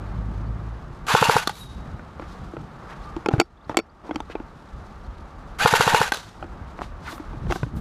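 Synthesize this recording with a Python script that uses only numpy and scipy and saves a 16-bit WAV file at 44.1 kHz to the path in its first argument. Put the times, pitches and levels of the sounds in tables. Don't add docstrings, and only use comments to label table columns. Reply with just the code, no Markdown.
import sys
import numpy as np
from scipy import signal
from scipy.fft import rfft, irfft
from scipy.io import wavfile
from scipy.ndimage import uniform_filter1d, minimum_filter1d

SR = 44100
rng = np.random.default_rng(int(sys.argv[2]) if len(sys.argv) > 2 else 0)


def voltage_ratio(level):
    return 10 ** (np.asarray(level, float) / 20)


def inscribe(sig):
    pcm = np.round(np.clip(np.atleast_2d(sig).T, -1, 1) * 32767)
    wavfile.write(sys.argv[1], SR, pcm.astype(np.int16))


N = 344362

# time in seconds, level in dB.
TOWN_LEVEL = [(0, -45.5), (1.0, -47), (2.6, -48), (3.05, -45), (4.9, -49), (5.6, -48), (7.0, -45.5),
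              (7.81, -46)]
# frequency in Hz, density in dB per Hz.
TOWN_COLOUR = [(88, -41.5), (150, -4.5), (182, -2.5), (248, -7), (296, -9), (326, -7), (445, -10.5),
               (656, -10), (894, -8), (1020, -12), (1150, -7), (2230, -24.5), (13300, -56.5),
               (15500, -56.5)]
# time in seconds, level in dB.
WIND_LEVEL = [(0, -37), (.19, -28), (.55, -29.5), (.8, -37), (1.1, -39), (1.55, -35.5), (1.9, -37),
              (2.2, -40.5), (2.7, -41), (3.2, -41), (3.8, -44), (4.6, -42.5), (5.4, -40.5), (6.3, -40),
              (7.2, -43), (7.42, -33), (7.66, -33.5), (7.81, -31)]
# time in seconds, pitch in Hz, level in dB.
PORT_FLUTTER = [(0, 53, -35), (.15, 51.8, -30), (.25, 52, -28.5), (.57, 53.5, -30.5), (.76, 56.4, -34),
                (.8, 56, -46), (.9, 55, -100)]
# peak time in seconds, level
# in dB, seconds to rise 20 dB, seconds to fall 20 dB.
BRUSHES = [(1.47, -42, .045, .36), (2.3, -57, .22, .9), (2.92, -55, .12, .4), (3.335, -46, .03, .05),
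           (3.41, -56, .1, .06), (3.7, -51, .025, .05), (4.08, -61, .15, .3), (4.315, -62, .04, .07),
           (6.146, -32, .03, .06), (6.175, -40, .06, .22), (6.825, -45.5, .035, .09), (7.07, -49, .035, .2),
           (7.12, -38, .09, .04), (7.18, -54, .1, .18), (7.51, -43, .025, .2), (7.555, -41, .1, .045),
           (7.63, -50, .06, .07), (7.775, -52, .025, .04)]
# frequency in Hz, density in dB per Hz.
FIBRE_COLOUR = [(290, -39), (500, -15), (1120, -5), (2390, -18), (3740, -12), (5510, -18), (6270, -19),
                (12300, -33), (15500, -45)]
# start in seconds, length in seconds, start pitch in Hz, end pitch in Hz, level in dB.
CHIRPS = [(.46, .03, 3800, 5100, -63), (3.0, .025, 2900, 3900, -58), (3.03, .025, 3400, 5000, -56),
          (3.565, .02, 3000, 3900, -63), (3.605, .02, 3100, 4000, -62), (3.64, .016, 3200, 5300, -59),
          (3.89, .02, 4000, 5200, -64), (5.035, .03, 3300, 5200, -61), (5.14, .03, 3200, 5000, -64)]
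# start in seconds, length in seconds, low edge in Hz, high edge in Hz,
# level in dB.
SCUFFS = [(1.5, .18, 5500, 13000, -54), (.91, .07, 32, 75, -36), (3.3, .09, 200, 1000, -38),
          (7.06, .14, 7000, 15000, -55), (7.5, .085, 7000, 15000, -55), (7.745, .06, 6000, 15000, -58),
          (1.58, .05, 10200, 11800, -54), (3.65, .08, 50, 130, -41), (4.72, .1, 32, 75, -38),
          (5.05, .1, 32, 75, -38), (5.57, .09, 32, 75, -36), (6.87, .08, 32, 75, -40),
          (6.8, .08, 54, 188, -41), (1.92, .05, 60, 109, -30), (2.205, .06, 503, 1800, -46.5),
          (2.55, .12, 88, 216, -37.5), (2.881, 0.073, 790, 2000, -43.5), (3.0, .17, 1180, 1230, -44),
          (3.696, .04, 150, 1180, -36.5), (4.028, .08, 100, 885, -41.5), (4.295, .045, 700, 2800, -43),
          (6.817, .035, 900, 3000, -44), (7.044, .07, 850, 2000, -35), (7.49, .05, 200, 2140, -36)]
# pulled in seconds, let go in seconds, shell level in dB, hiss level in dB.
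BURSTS = [
    (1.066, 1.365, -30, -28),
    (5.586, 6.018, -28.5, -28),
]
# frequency in Hz, width in Hz, level in dB.
GEAR_SHELL = [(433, 54, -12.5), (900, 120, -3), (1160, 110, -2.5), (1494, 144, -0.5), (1800, 44, -7.5),
              (2496, 110, -8), (2826, 90, -8), (3400, 210, -14.5), (3990, 120, -14), (4480, 120, -14),
              (4650, 140, -16.5), (6180, 300, -22), (7100, 170, -23.5)]
# frequency in Hz, density in dB per Hz.
GEAR_HISS = [(250, -27), (500, -13.5), (1500, -7.5), (3000, -11), (5500, -17.5), (7600, -19), (8100, -24),
             (11000, -22.5), (13000, -29.5), (15500, -36.5)]
# seconds after the slam, level in dB.
HISS_LOAD = [(-.012, 0), (-.004, -6), (0, 3), (.004, -1), (.011, -2), (.015, 3), (.023, 1.5), (.033, -1),
             (.04, -4.5), (.047, -4), (.052, -1.5), (.058, -3)]
# seconds after the slam, level in dB.
SPRING_LOAD = [(-.012, -1), (-.004, -4), (0, 2), (.008, -1), (.016, 3), (.022, -.5), (.028, 2),
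               (.033, -2.5), (.043, 1), (.048, -1.5), (.058, -1.5)]
# time in seconds, low, middle
# and high mode levels in dB.
LATCH_DROPS = [(1.0675, -45, -29, -28), (5.5885, -40, -31, -33), (1.4732, -30, -8, -10),
               (1.4941, -45, -17, -18), (1.5534, -54, -46, -34.5), (1.5822, -50, -40, -36),
               (6.1201, -24, -5, -11), (6.1368, -40, -28, -18), (6.1434, -33, -20.5, -18.5),
               (6.1708, -33, -48, -24.5)]
# frequency in Hz, level in dB, 60 dB decay in seconds.
LATCH_MODES = [(460.3, 0, 0.024), (846, 5, .03), (1190, 1.5, 0.025), (1490, 6, 0.02), (1880, -9, 0.027),
               (2600, -3, 0.012), (3530, -2, 0.012), (3990, -4.5, .02), (4370, -3.5, 0.015),
               (5200, -4, .008), (6030, 1, 0.0068), (7100, -7, .008), (8800, -9, 0.0065),
               (9700, -10, 0.0063), (10800, -6, .009), (12500, -16, .005)]
# time in seconds, peak level in dB.
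SLAMS = [(1.1512, -.5), (1.2271, -1.2), (1.297, -2), (1.3665, -2.5), (5.6598, .3), (5.7386, -2.5),
         (5.809, -3), (5.8784, -4), (5.9472, -3.5), (6.016, -4.5)]
# delay from the slam in ms, frequency in Hz, sign, rise in ms.
STROKE = [(-12, 140, 1, 4.2), (-8.9, 190, -1, 1.6), (-9.4, 800, 1, .7), (-2.75, 495, 1, 1.9),
          (-1.5, 1420, -1, 1.1), (-.93, 890, 1, .95), (1.2, 445, 1, 3), (2.7, 940, 1, 1.8)]
STROKE_DB = [-18, -16, -16, -7.5, -6, -1, -20, -19]
# start in seconds, frequency in Hz, level in dB, 60 dB decay in seconds.
PINGS = [(1.522, 3810, -51, .45), (1.585, 3810, -47, .75), (1.585, 10650, -57, .45),
         (3.401, 4620, -38, .085), (3.401, 5430, -38, .08), (3.771, 4560, -40, .1), (3.771, 5430, -41, .1)]
# time in seconds, low, middle and high mode levels in dB.
HAND_KNOCKS = [(1.9937, -35, -31, -62), (2.1965, -29, -23.5, -59), (2.222, -31, -29, -55),
               (2.535, -23.5, -34, -56), (2.5668, -23, -26.5, -50), (2.6038, -44, -37, -62),
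               (3.1646, -24, -24, -33.5), (3.26, -13, -11, -24), (3.2861, -16, -12, -19),
               (3.306, -24, -26, -50), (3.3118, -23, -19, -38), (3.3165, -24, -24, -46),
               (3.327, -30, -32, -42), (3.3362, -12.5, -18.5, -45), (3.348, -20, -30, -52),
               (3.362, -26, -30, -52), (3.3808, -29, -22, -42), (3.3875, -26, -26, -40),
               (3.3925, -26, -22, -42), (3.6945, -15.5, -15, -33), (3.7446, -26, -23, -46),
               (4.0925, -21.5, -32, -49), (4.1096, -15.5, -19, -42), (4.1463, -29, -38, -41),
               (4.1583, -17.5, -17, -22), (4.2031, -23, -19, -31), (4.2981, -27.5, -30, -48),
               (4.353, -24, -21, -56), (4.3997, -22.5, -29.5, -53)]
# frequency in Hz, level in dB, 60 dB decay in seconds.
BODY_MODES = [(320, 1.5, .05), (435, -7, 0.035), (564, -13, 0.028), (827, 4, 0.032), (1080, 1.5, 0.024),
              (1370, 3.5, 0.023), (1710, -7.5, 0.0075), (2000, -8.5, .015), (2310, -6, .024),
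              (2670, -1, 0.02), (3024, 0, 0.019), (3400, 1, 0.019), (3900, -3, .012), (4470, -1.5, 0.017),
              (5000, -9, .01), (5620, -2.5, .018), (6270, -5.5, .012), (7030, -10, .012), (9000, -24, .01),
              (11500, -36, 0.0068)]
# time in seconds, frequency in Hz, level in dB, rise in ms.
PANELS = [(3.1646, 330, -21, 5), (3.261, 850, -19, 3), (3.2862, 380, -9, 1.8), (3.287, 3140, -29, 1.5),
          (3.287, 6500, -36, .8), (3.3362, 125, -8, 3.5), (3.3365, 1500, -24, 1.5), (3.381, 100, -16, 4),
          (3.3945, 260, -18, 2), (3.696, 880, -22, 2.5), (4.0925, 900, -30, 2.5), (4.112, 3300, -42, 2),
          (4.142, 5600, -50, 1.5), (4.1583, 900, -24, 1.2), (4.1583, 5600, -34, .6),
          (4.2035, 900, -27, 1.5), (4.2035, 3600, -37, 1), (4.3525, 400, -21, 1.8), (4.355, 2350, -45, 4),
          (4.3997, 850, -32, 2.5), (7.6305, 125, -13, 4), (2.1965, 520, -27, 1.5), (6.4261, 600, -27, 2),
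          (6.79, 1100, -26, .6), (6.811, 1000, -22, .4), (6.818, 1000, -13, .4), (7.128, 310, -30, 4),
          (7.198, 310, -25, 4), (7.333, 310, -29, 5), (7.5232, 1200, -9, .35)]
# time in seconds, low, middle and high mode levels in dB.
CATCH_SNAPS = [
    (3.3994, -6, -2, 0),
    (3.4125, -14, -11, -19),
    (3.7702, -9, -2, -1),
    (3.7885, -12, -14, -14),
    (3.7975, -22, -20, -28),
]
# frequency in Hz, level in dB, 60 dB decay in seconds.
CATCH_MODES = [(345, 0, .045), (440, -3, .03), (600, -5, .02), (810, -3, .022), (1050, -4, .018),
               (1390, 0, .02), (2270, 3, .016), (2700, 3, .012), (3100, 1, .01), (3510, 0, .018),
               (4050, -6, .008), (4500, 0, .02), (5600, -6, .014), (6550, -3, .01), (7170, -6, .013),
               (9120, -23, .012), (10900, -30, .01), (13000, -44, .008)]
# time in seconds, low, middle and high mode levels in dB.
CARRY_BUMPS = [(6.3537, -48, -37.5, -60), (6.4261, -23.5, -21.5, -42), (6.4418, -29, -29.5, -54),
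               (6.7898, -30, -24, -53), (6.811, -38, -28, -55), (6.818, -30, -24, -49),
               (7.1268, -34, -29, -37), (7.1794, -48, -28, -53), (7.1974, -30, -29, -51),
               (7.3318, -29, -32, -52), (7.4678, -29, -36, -49), (7.5005, -22, -20, -38),
               (7.509, -18, -18, -26), (7.5227, -26, -17, -22.5), (7.5577, -22, -20.5, -46),
               (7.6306, -22, -18.5, -40), (7.6638, -27, -37, -56)]


def rms_one(x):
    return x / np.sqrt(np.mean(x ** 2) + 1e-20)


def in_time(rows):
    s, *columns = np.transpose(rows)
    return [np.interp(np.arange(N) / SR, s, c) for c in columns]


def drift(rate):
    return 1.2 * np.interp(np.arange(N) / SR * 2 * rate, np.arange(2000), rng.standard_normal(2000))


def coloured(points):
    hz = np.maximum(np.arange(N // 2 + 1) * SR / N, 1)
    hz_at, db_at = np.transpose(points)
    density_db = np.interp(np.log(hz), np.log(hz_at), db_at, left=-90, right=-90)
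    return rms_one(irfft(rfft(rng.standard_normal(N)) * voltage_ratio(density_db), N))


def band(x, low_hz, high_hz):
    return rms_one(signal.sosfilt(signal.butter(2, [low_hz, high_hz], "band", fs=SR, output="sos"), x))


def ring(drive, hz, t60):
    r, w = voltage_ratio(-60 / (t60 * SR)), 2 * np.pi * hz / SR
    return signal.lfilter([0, np.sin(w)], [1, -2 * r * np.cos(w), r * r], drive + 1e-18)


def swell(hz, rise_ms):
    t = np.arange(3000) / SR
    u = t * 1000 / rise_ms
    return u * np.exp(1 - u) * np.sin(2 * np.pi * hz * t)


def town():
    return voltage_ratio(in_time(TOWN_LEVEL)[0] + 2.5 + 0.87 * drift(4)) * coloured(TOWN_COLOUR)


def wind():
    gust_db, = in_time(WIND_LEVEL)
    deep = voltage_ratio(gust_db - 1.5 + 2.8 * drift(6.5)) * band(rng.standard_normal(N), 32, 75)
    upper_db = -47.5 + 1.75 * (gust_db + 41)
    upper = voltage_ratio(upper_db + 3.0 * drift(11)) * band(rng.standard_normal(N), 54, 188)
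    hz, flutter_db = in_time(PORT_FLUTTER)
    phase = 2 * np.pi * np.cumsum(hz * (1 + 0.03 * drift(12.5))) / SR
    flutter = voltage_ratio(flutter_db + 1.1 + 1.3 * drift(10.5))
    wave = np.cos(phase) + .65 * np.cos(2 * phase) + .15 * np.cos(3 * phase)
    return (deep + upper) / (1 + 60 * flutter) + flutter * wave


def rustle(duck):
    t = np.arange(0, N, 32) / SR
    brushes = 0
    for s, level_db, rise, fall in BRUSHES:
        brushes = brushes + voltage_ratio(level_db - 20 * np.maximum((s - t) / rise, (t - s) / fall)) ** 2
    grain = voltage_ratio(2.2 * drift(60) + 1.0 * drift(15))
    floor_db = -62
    power = np.interp(np.arange(N) / SR, t, brushes) + (voltage_ratio(floor_db) * duck) ** 2
    return np.sqrt(power) * grain * coloured(FIBRE_COLOUR)


def birds():
    out = np.zeros(N)
    for s, length, start_hz, end_hz, level_db in CHIRPS:
        n, i = round(length * SR), round(s * SR)
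        phase = 2 * np.pi * np.cumsum(np.linspace(start_hz, end_hz, n)) / SR
        out[i:i + n] += voltage_ratio(level_db + 2.2) * np.hanning(n) * np.sin(phase)
    return out


def scuffs():
    out, noise = np.zeros(N), rng.standard_normal((len(SCUFFS), 9000))
    for (s, length, low_hz, high_hz, level_db), hiss in zip(SCUFFS, noise):
        n, i = round(length * SR), round(s * SR)
        shape = np.sin(np.pi * np.arange(n) / n)
        out[i:i + n] += voltage_ratio(level_db) * shape * band(hiss, low_hz, high_hz)[-n:]
    return out


def motor():
    full_teeth_per_s, start_lag, spin_up_s, coast_teeth_per_s2 = 925, .6, .022, 2800
    slack_s, bite_s = .011, .012
    surge_db, surge_s = 7, .09
    hiss_power = 1.8
    coast_db_per_s, coast_s, stall_db_per_s = 140, .072, 800
    t = np.arange(N) / SR
    second = t > (BURSTS[0][1] + BURSTS[1][0]) / 2
    pulled, let_go, shell_db, hiss_db = np.array(BURSTS)[second * 1].T
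    run, coast = np.maximum(t - pulled, 0), np.maximum(t - let_go, 0)
    speed = 1 - start_lag * np.exp(-run / spin_up_s)
    teeth = np.maximum(full_teeth_per_s * speed - coast_teeth_per_s2 * coast, 400)
    fall_db = coast_db_per_s * coast + stall_db_per_s * np.maximum(coast - coast_s, 0)
    fall_db = fall_db + 200 * (t < pulled)
    loaded = .1 * run + np.maximum(run - slack_s, 0)
    bite_db = 20 * np.log10(1 - np.exp(-loaded / bite_s) + 1e-9)
    shell_db = shell_db + bite_db + surge_db * np.exp(-run / surge_s) - fall_db
    return teeth, shell_db, hiss_db + hiss_power * 20 * np.log10(speed) - fall_db


def gears(jitter, rough_db, slide):
    teeth, shell_db, hiss_db = motor()
    t = np.arange(N) / SR
    slams, turn_start = np.array(SLAMS)[:, 0], HISS_LOAD[0][0]
    latest = np.clip(np.searchsorted(slams + turn_start, t) - 1, 0, len(slams) - 1)
    since = t - slams[latest]
    load = voltage_ratio(np.interp(since, *np.transpose(HISS_LOAD), left=0, right=0))
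    strain = voltage_ratio(np.interp(since, *np.transpose(SPRING_LOAD), left=0, right=0))

    count = np.cumsum(teeth / SR * (1 + jitter * drift(90)))
    contacts = np.diff(np.floor(count), prepend=0) * voltage_ratio(rough_db * rng.standard_normal(N))
    drive = contacts + slide * rng.standard_normal(N)
    shell = 0
    for k, (hz, width, level_db) in enumerate(GEAR_SHELL):
        mode = width * ring(drive, hz, 2.2 / width)
        shell = shell + (-1) ** k * voltage_ratio(level_db + 3.5 * drift(22)) * mode
    shell = rms_one(shell)

    spin_up = (since < turn_start) | (since > .2)
    mesh = 2 * np.pi * np.cumsum(teeth * (1 + .015 * drift(50))) / SR
    tone = 0.43 * np.sin(mesh) + np.sin(2 * mesh) + 0.33 * np.sin(3 * mesh) + 0.33 * np.sin(4 * mesh)
    whine = voltage_ratio(-10.5 + 5.5 * spin_up + 3.0 * drift(40)) * tone
    hiss = voltage_ratio(hiss_db + 3 + 1.5 * drift(70)) * coloured(GEAR_HISS)
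    return voltage_ratio(shell_db + 3.5) * (strain * shell + whine) + load * hiss


def knocks(events, modes, crunch_s, detune, crack, tilt_db, lead):
    out, t = np.zeros(N + 9000), np.arange(4400) / SR
    hz, mode_db, t60 = np.transpose(modes)[:, :, None]
    mode_db = mode_db + tilt_db * np.log2(hz / 1000)
    held = t60 < .06
    fades = voltage_ratio(mode_db - 60 * t / t60)
    fades = fades * (1 + crack * (hz > 700) * voltage_ratio(-300 * t / t60))
    group = np.searchsorted([700, 2500], hz[:, 0])
    luck = rng.standard_normal((len(events), 2, len(modes), 1))
    grit = rng.standard_normal((len(events), 3, 500))
    for (s, *level_db), (strength, shift), noise in zip(events, luck, grit):
        rings = voltage_ratio(2.2 * strength) * fades * np.sin(2 * np.pi * hz * (1 + detune * held * shift) * t)
        for k, soft in enumerate([31, 11, 4]):
            contacts = noise[k] * np.minimum(t[:500] / .0007, 1) * np.exp(-t[:500] / crunch_s[k])
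            contacts = contacts + lead * (np.arange(500) == 12)
            crunch = np.convolve(contacts, np.hanning(soft))
            blow = signal.fftconvolve(rings[group == k].sum(axis=0), crunch)
            i = round(s * SR)
            out[i:i + len(blow)] += voltage_ratio(level_db[k]) * blow / np.abs(blow).max()
    no_bass = signal.butter(2, 230, "high", fs=SR, output="sos")
    return signal.sosfilt(no_bass, out[:N] + 1e-18)


def piston():
    out = np.zeros(N)
    luck = rng.standard_normal((len(SLAMS), len(STROKE), 2))
    for (s, peak_db), chance in zip(SLAMS, luck):
        for (delay, hz, sign, rise), level_db, (louder, sharper) in zip(STROKE, STROKE_DB, chance):
            height = sign * voltage_ratio(peak_db + level_db + 0.27 * louder)
            i = round((s + delay / 1000) * SR)
            out[i:][:3000] += height * swell(hz * (1 + 0.015 * sharper), rise)
    return out


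def garden(x, t60, wet_db):
    t = np.arange(round(.6 * SR)) / SR
    tail = rng.standard_normal(len(t)) * voltage_ratio(-60 * t / t60) * (t > .012)
    tail = signal.lfilter([1], [1, -.25], tail)
    return x + voltage_ratio(wet_db) * signal.fftconvolve(x, tail / np.sqrt(np.sum(tail ** 2)))[:N]


def pings():
    out, t = np.zeros(N + SR), np.arange(SR // 2) / SR
    for s, hz, level_db, t60 in PINGS:
        phase = 2 * np.pi * np.cumsum(hz * (1 + .007 * drift(60)[:len(t)])) / SR
        tone = np.sin(phase) * np.minimum(t / t60 * 30, 1)
        fade = voltage_ratio(level_db + 3 + 3 * drift(25)[:len(t)] - 60 * t / t60)
        out[round(s * SR):][:len(t)] += fade * tone
    return out[:N]


def panels():
    out = np.zeros(N)
    for s, hz, level_db, rise in PANELS:
        push = 1 if hz > 200 else -1
        out[round(s * SR):][:3000] += push * voltage_ratio(level_db) * swell(hz, rise)
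    return out


def ducking(close):
    from_db, share, hold_s, back_db_per_s = -16, .62, .19, 45
    hold = round(hold_s * SR) // 2 * 2 + 1
    ramp = back_db_per_s * np.arange(N) / SR
    cut_db = share * np.maximum(20 * np.log10(np.abs(close) + 1e-9) - from_db, 0)
    held_db = -minimum_filter1d(-cut_db, hold, origin=hold // 2)
    return voltage_ratio(uniform_filter1d(ramp - np.maximum.accumulate(held_db + ramp), size=200))


def scene():
    latch = knocks(LATCH_DROPS, LATCH_MODES, crunch_s=[.0015, .0025, .003],
                   detune=0.012, crack=.7, tilt_db=.1, lead=3)
    action = piston() + gears(jitter=.05, rough_db=5.5, slide=0.19) + latch
    rifle = garden(action, t60=.45, wet_db=-24.5)
    body = knocks(HAND_KNOCKS, BODY_MODES, crunch_s=[.0022, .0022, .0018],
                  detune=.045, crack=.8, tilt_db=-2.5, lead=2.5)
    catch = knocks(CATCH_SNAPS, CATCH_MODES, crunch_s=[.002, .002, .0025],
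                   detune=.006, crack=.4, tilt_db=.1, lead=5)
    hands = body + panels() + catch
    carried = knocks(CARRY_BUMPS, BODY_MODES, crunch_s=[.0022, .0022, .0022],
                     detune=.07, crack=.3, tilt_db=-6.5, lead=2.5)
    duck = ducking(rifle + hands)
    near = rifle + hands + carried + pings() + rustle(duck) + scuffs()
    return (near + birds() + duck * (town() + wind()))[None]


def roll_off(x):
    return signal.sosfilt(signal.butter(12, 16270, fs=SR, output="sos"), x)


def record(dry):
    rounded = 1.3 * np.tanh(dry / 1.3)
    finished = signal.sosfilt(signal.cheby2(10, 45, 16100, fs=SR, output="sos"), rounded)
    return roll_off(finished)


dry = scene()
out = record(dry)
inscribe(out)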